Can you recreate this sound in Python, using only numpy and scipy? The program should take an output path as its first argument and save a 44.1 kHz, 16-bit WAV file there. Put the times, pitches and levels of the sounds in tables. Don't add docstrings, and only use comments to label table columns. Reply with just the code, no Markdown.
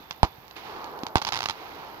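import sys
import numpy as np
from scipy import signal
from scipy.fft import rfft, irfft, next_fast_len
from scipy.io import wavfile

SR = 44100
rng = np.random.default_rng(int(sys.argv[2]) if len(sys.argv) > 2 else 0)


def volts(x):
    e = np.asarray(x, float) / 20
    return 10 ** e


def wav_out(sig):
    wavfile.write(sys.argv[1], SR, np.round(np.clip(np.atleast_2d(sig).T, -1, 1) * 32767).astype(np.int16))


N = 88200
MS = 1e-3

# (peak [dB], pulse length [ms], ground echo [dB], boom [dB], boom pitch [Hz], clutter [dB])
BLASTS = [
    (4.5, 0.49, -5.5, 0.5, 72, -16),
    (5.5, 0.27, -12.5, -4, 95, -2),
    (-16.5, 0.09, -14, -57, 55, 6.5),
]
# (time [s], ground echo delay [ms])
BLAST_TIMES = [
    (.2312, 1.2),
    (1.1564, 2.6),
    (1.0344, 1.1),
]
# (time [s], peak [dB], ground echo delay [ms], ground echo [dB])
STARS = [(.1095, -13, 1.8, -6), (1.0669, -14, 1.3, 0), (1.1696, -9, 1.1, -4), (1.1816, -13, 1.1, 0),
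         (1.2172, -13, 1.4, -7), (1.2221, -12, 1.9, -5), (1.2497, -10, 1., -8), (1.2691, -12, 1.1, 0),
         (1.2739, -12, 1., -7), (1.2791, -13, 1., -4), (1.2871, -18, 1.1, -8), (1.2892, -10, 1.3, -5),
         (1.3223, -10, 1.5, -4), (1.3251, -12, 1.1, -3), (1.3323, -12, 1.9, -3), (1.3399, -12, 1., -8),
         (1.3462, -14, 1.1, -3), (1.3572, -13, 2., 0), (1.3661, -11, 1., -8), (1.3736, -12, 1., -8),
         (1.3897, -14, 1.4, -1), (1.4056, -12, 1.5, 3), (1.4204, -17, 1.9, 3), (1.4301, -12, 1.1, -8),
         (1.4394, -13, .9, -6), (1.4581, -7, 1.8, -4), (1.4868, -10, 1.5, -2), (1.4972, -9, 2.2, -1),
         (1.508, -14, 1.5, -6), (.5108, -27, .3, -9)]
# (time [s], peak [dB])
FAR_STARS = [
    (2.5, -33),
    (.8428, -14.5),
    (1.086, -45),
    (1, -31),
    (0.99, -19),
]
# (time [s], level [dB], pitch [Hz])
THUMPS = [
    (.004, -38, 250),
    (.383, -42, 110),
    (1.0344, -17, 270),
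    (.566, -30, 420),
]
WALL_DB = [-22, -17, -15]
WALL_DELAYS = [7.8, 11.7, 18.1]
# (frequency [Hz], 60 dB decay [s])
FIELD_DECAY = [(100, .08), (400, .08), (900, .13), (3000, .12), (9000, .12)]
# (time [s], level [dB], brightness [dB])
FIZZ = [(0, -55, 3), (.06, -59.5, 1), (0.552, -59.5, 0.5), (0.567, -57, 17.5), (.6, -50, 3),
        (.63, -51.5, 3.5), (.66, -46, 0), (.75, -41.5, -6.5), (.87, -42.5, -8.5), (.96, -40.5, -15.5),
        (1.12, -46, -18), (1.3, -46.5, -40), (1.54, -52, 3), (1.62, -46.5, -1.5), (1.8, -45.5, -3.5),
        (2, -46.5, -6.5)]
# (frequency [Hz], level [dB])
FIZZ_LOW = [(60, -24), (300, -2), (500, 5), (900, -3.5), (1250, -4.5), (1700, -11), (2500, -37.5)]
# (frequency [Hz], level [dB])
FIZZ_HIGH = [(1200, -10.5), (2200, -1), (5000, -12.5), (7500, -17), (12000, -13)]
# (frequency [Hz], level [dB])
WING = [(10000, -60), (11400, -15), (12200, 10.5), (12900, 2.5), (13600, -2), (14600, 9), (15600, -2),
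        (16500, -15)]
# (frequency [Hz], level [dB])
NIGHT = [(25, -20), (60, -0.5), (250, -7), (550, -2.5), (900, -15), (2000, -13), (4500, -24.5),
         (16000, -28.5)]
# (frequency [Hz], width [Hz], gain [dB])
CASE = [(560, 200, -6), (880, 350, 9)]
# (frequency [Hz], width [Hz], gain [dB])
OPEN_PORT = [(2090, 740, 0), (4480, 2440, 6.5), (8260, 1000, -23.5), (12420, 2650, -30.5)]
# (frequency [Hz], width [Hz], gain [dB])
COVERED_PORT = [(620, 150, -3), (1300, 800, 6), (2300, 700, -5), (3300, 1200, 4), (8000, 2000, -8),
                (10800, 3000, 10)]

STAR_MS, STAR_DB = .1, 6
STAR_BOOM_DB, STAR_BOOM_HZ = -18, 115
CLUTTER_DB, CLUTTER_T60, CLUTTER_HZ, CLUTTER_MS = 2, 0.011, 2340, .9
WALL_CLUTTER_DB, FIELD_DB = -4, -9.5
BOOM_CYCLES, BOOM_SAG = 3.04, 17
THUMP_CYCLES = 5
FIZZ_RATE, FIZZ_SPREAD_DB, FIZZ_SHARED = 4000, 2.5, 0.53
CHIRPS_PER_S, FIRST_S, PAIR_S = 62.93, .0033, .0063
CHIRP_DB, BUZZ_DB, SECOND_DB, CHIRP_S = -51, -63, 1, .00045
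SNAP_DB, SNAP_S = -28.5, 2e-5
SLIDE_S_PER_KHZ, KATYDID_LEFT_DB = .00055, -30.5
CRICKET_HZ, CRICKET_WIDTH_HZ, CRICKET_DB, CRICKET_END_S = 3560, 120, -61.5, 0.38
NIGHT_DB, HISS_DB = -52, -71
COVER_HZ, COVER_DB, COVER_LAG_MS, COVER_TOP_HZ = 1860, -2, .05, 13800
COVER_LOW_HZ, BOOM_LEFT_DB = 110, -8
TOP_HZ, OVERLOAD = 15800, 1.


def unit(x):
    return x / np.sqrt(np.mean(x ** 2) + 1e-20)


def along(points, hz):
    f, v = np.transpose(points)
    return np.interp(np.log(hz + 1), np.log(f + 1), v)


def filtered(x, response):
    m = next_fast_len(N + 8192)
    return irfft(rfft(x, m) * response(np.fft.rfftfreq(m, 1 / SR)), m)[..., :N]


def add(into, s, piece):
    start = round(s * SR)
    part = into[..., start:start + piece.shape[-1]]
    part += piece[..., :part.shape[-1]]


def pulse(hz, ms):
    s = 2j * np.pi * hz * ms * MS
    return SR * ms * MS * s / (1 + s) ** 2


def heard(db, ms, echo_ms, echo_db, clutter_db):
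    m = SR // 4
    hz, t = np.fft.rfftfreq(m, 1 / SR), np.arange(m) / SR

    def late(delay_ms):
        return np.exp(-2j * np.pi * hz * delay_ms * MS)

    clutter = rng.standard_normal(m) * volts(-60 * t / CLUTTER_T60)
    clutter = rfft(clutter / np.linalg.norm(clutter)) * 1j * hz / (CLUTTER_HZ + 1j * hz)
    f, u, z = signal.stft(rng.standard_normal(m), SR, nperseg=256)
    fade = volts(-60 * u / along(FIELD_DECAY, f)[:, None])
    tail = signal.istft(z * fade, SR, nperseg=256)[1][:m]
    field = volts(FIELD_DB) * late(3.5) * rfft(tail / np.linalg.norm(tail), m)

    near = 1 + volts(echo_db) * late(echo_ms) + volts(clutter_db) * late(CLUTTER_MS) * clutter
    walls = sum(volts(g) * late(d) for d, g in zip(WALL_DELAYS, WALL_DB))
    walls = walls * (1 + volts(WALL_CLUTTER_DB) * clutter)
    return volts(db) * irfft(pulse(hz, ms) * (near + walls + field), m)


def shells():
    air = np.zeros(N)
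    for (s, echo_ms), (db, ms, echo_db, _, _, clutter_db) in zip(BLAST_TIMES, BLASTS):
        add(air, s, heard(db, ms, echo_ms, echo_db, clutter_db))
    return air


def stars():
    air = np.zeros(N)
    for s, db, echo_ms, echo_db in STARS:
        add(air, s, heard(db + STAR_DB, STAR_MS, echo_ms, echo_db, CLUTTER_DB))
    for s, db in FAR_STARS:
        add(air, s, heard(db, STAR_MS / 2, 1.32, -7, CLUTTER_DB))
    return air


def booms():
    out, t = np.zeros(N), np.arange(SR // 4) / SR
    heaves = [(s, db, hz) for (s, _), (_, _, _, db, hz, _) in zip(BLAST_TIMES, BLASTS)]
    heaves += [(s, db + STAR_BOOM_DB, STAR_BOOM_HZ) for s, db, _, _ in STARS]
    for s, db, hz in heaves:
        turns = hz * np.log1p(BOOM_SAG * t) / BOOM_SAG - .14
        envelope = volts(db - 60 * t * hz / BOOM_CYCLES) * (1 - np.exp(-t / 0.00013))
        add(out, s, envelope * np.sin(2 * np.pi * turns))

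    def felt(hz):
        left = volts(BOOM_LEFT_DB) * 1j * hz / (COVER_LOW_HZ + 1j * hz)
        return np.array([left, np.ones_like(hz)])

    return filtered(out, felt)


def thumps():
    air, t = np.zeros(N), np.arange(SR // 8) / SR
    for s, db, hz in THUMPS:
        add(air, s, volts(db - 60 * t * hz / THUMP_CYCLES) * np.cos(2 * np.pi * hz * t))
    return air


def fizz():
    spread = volts(FIZZ_SPREAD_DB * np.minimum(rng.exponential(size=(3, N)), 2))
    size = spread * (rng.random((3, N)) < FIZZ_RATE / SR)
    pops = np.sqrt(FIZZ_SHARED) * size[0] + np.sqrt(1 - FIZZ_SHARED) * size[1:]
    pops = pops * rng.choice([-1, 1], N)
    low = filtered(pops, lambda hz: volts(along(FIZZ_LOW, hz)))
    high = filtered(pops, lambda hz: volts(along(FIZZ_HIGH, hz)))
    s, level_db, bright_db = np.transpose(FIZZ)
    t = np.arange(N) / SR
    level = volts(np.interp(t, s, level_db) + 1)
    bright = volts(np.interp(t, s, bright_db))
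    return level * (low + bright * high) / np.sqrt(np.mean(low ** 2))


def katydid():
    t = np.arange(N) / SR

    def stroke(s, wide):
        from_stroke = (((t - s) * CHIRPS_PER_S + .5) % 1 - .5) / CHIRPS_PER_S
        return np.exp(-.5 * (from_stroke / wide) ** 2)

    def pair(wide):
        return stroke(FIRST_S, wide) + volts(SECOND_DB) * stroke(FIRST_S + PAIR_S, wide)

    def wing(hz):
        slide = np.exp(2j * np.pi * SLIDE_S_PER_KHZ * MS / 2 * (hz - 13500) ** 2)
        return volts(along(WING, hz)) * slide

    flip = rng.choice([-1, 1], N)[(2 * CHIRPS_PER_S * t).astype(int)]
    rasp = (volts(CHIRP_DB) * pair(CHIRP_S) + volts(BUZZ_DB)) * rng.standard_normal(N)
    snaps = volts(SNAP_DB) * flip * pair(SNAP_S)
    return filtered(rasp + snaps, wing) * volts([[KATYDID_LEFT_DB], [0]])


def cricket():
    noise = rng.standard_normal(N)
    band = unit(filtered(noise, lambda hz: np.exp(-.5 * ((hz - CRICKET_HZ) / CRICKET_WIDTH_HZ) ** 2)))
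    return volts(CRICKET_DB) * band * np.clip((CRICKET_END_S - np.arange(N) / SR) / .05, 0, 1)


def night():
    a, b = rng.standard_normal((2, N))
    side = filtered(b, lambda hz: hz / (hz + 300))
    hush = filtered(np.array([a + side, a - side]), lambda hz: volts(along(NIGHT, hz)))
    return volts(NIGHT_DB) * unit(hush)


def peaks(hz, rows):
    response = 1
    for center, width, db in rows:
        spring = center * center - hz * hz
        damping = 1j * hz * width
        response = response * (spring + damping * volts(db / 2)) / (spring + damping * volts(-db / 2))
    return response


def ports(hz):
    lag = np.exp(-2j * np.pi * hz * COVER_LAG_MS * MS)
    cover = volts(COVER_DB) * lag / (1 + 1j * hz / COVER_HZ) ** 2 / (1 + (hz / COVER_TOP_HZ) ** 20)
    return peaks(hz, CASE) * np.array([cover * peaks(hz, COVERED_PORT), peaks(hz, OPEN_PORT)])


def scene():
    air = shells() + stars() + thumps() + fizz() + cricket() + night()
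    return filtered(air, ports) + booms() + katydid()


def top_cut(x):
    return signal.sosfilt(signal.butter(12, 16500, fs=SR, output="sos"), x)


def record(dry):
    hiss = volts(HISS_DB) * rng.standard_normal(dry.shape) * volts([[-22], [0]])
    x = filtered(dry + hiss, lambda hz: 1 / (1 + (hz / TOP_HZ) ** 40))
    mix = x / (1 + np.abs(x / OVERLOAD) ** 6) ** (1 / 6)
    return top_cut(mix)


dry = scene()
out = record(dry)
wav_out(out)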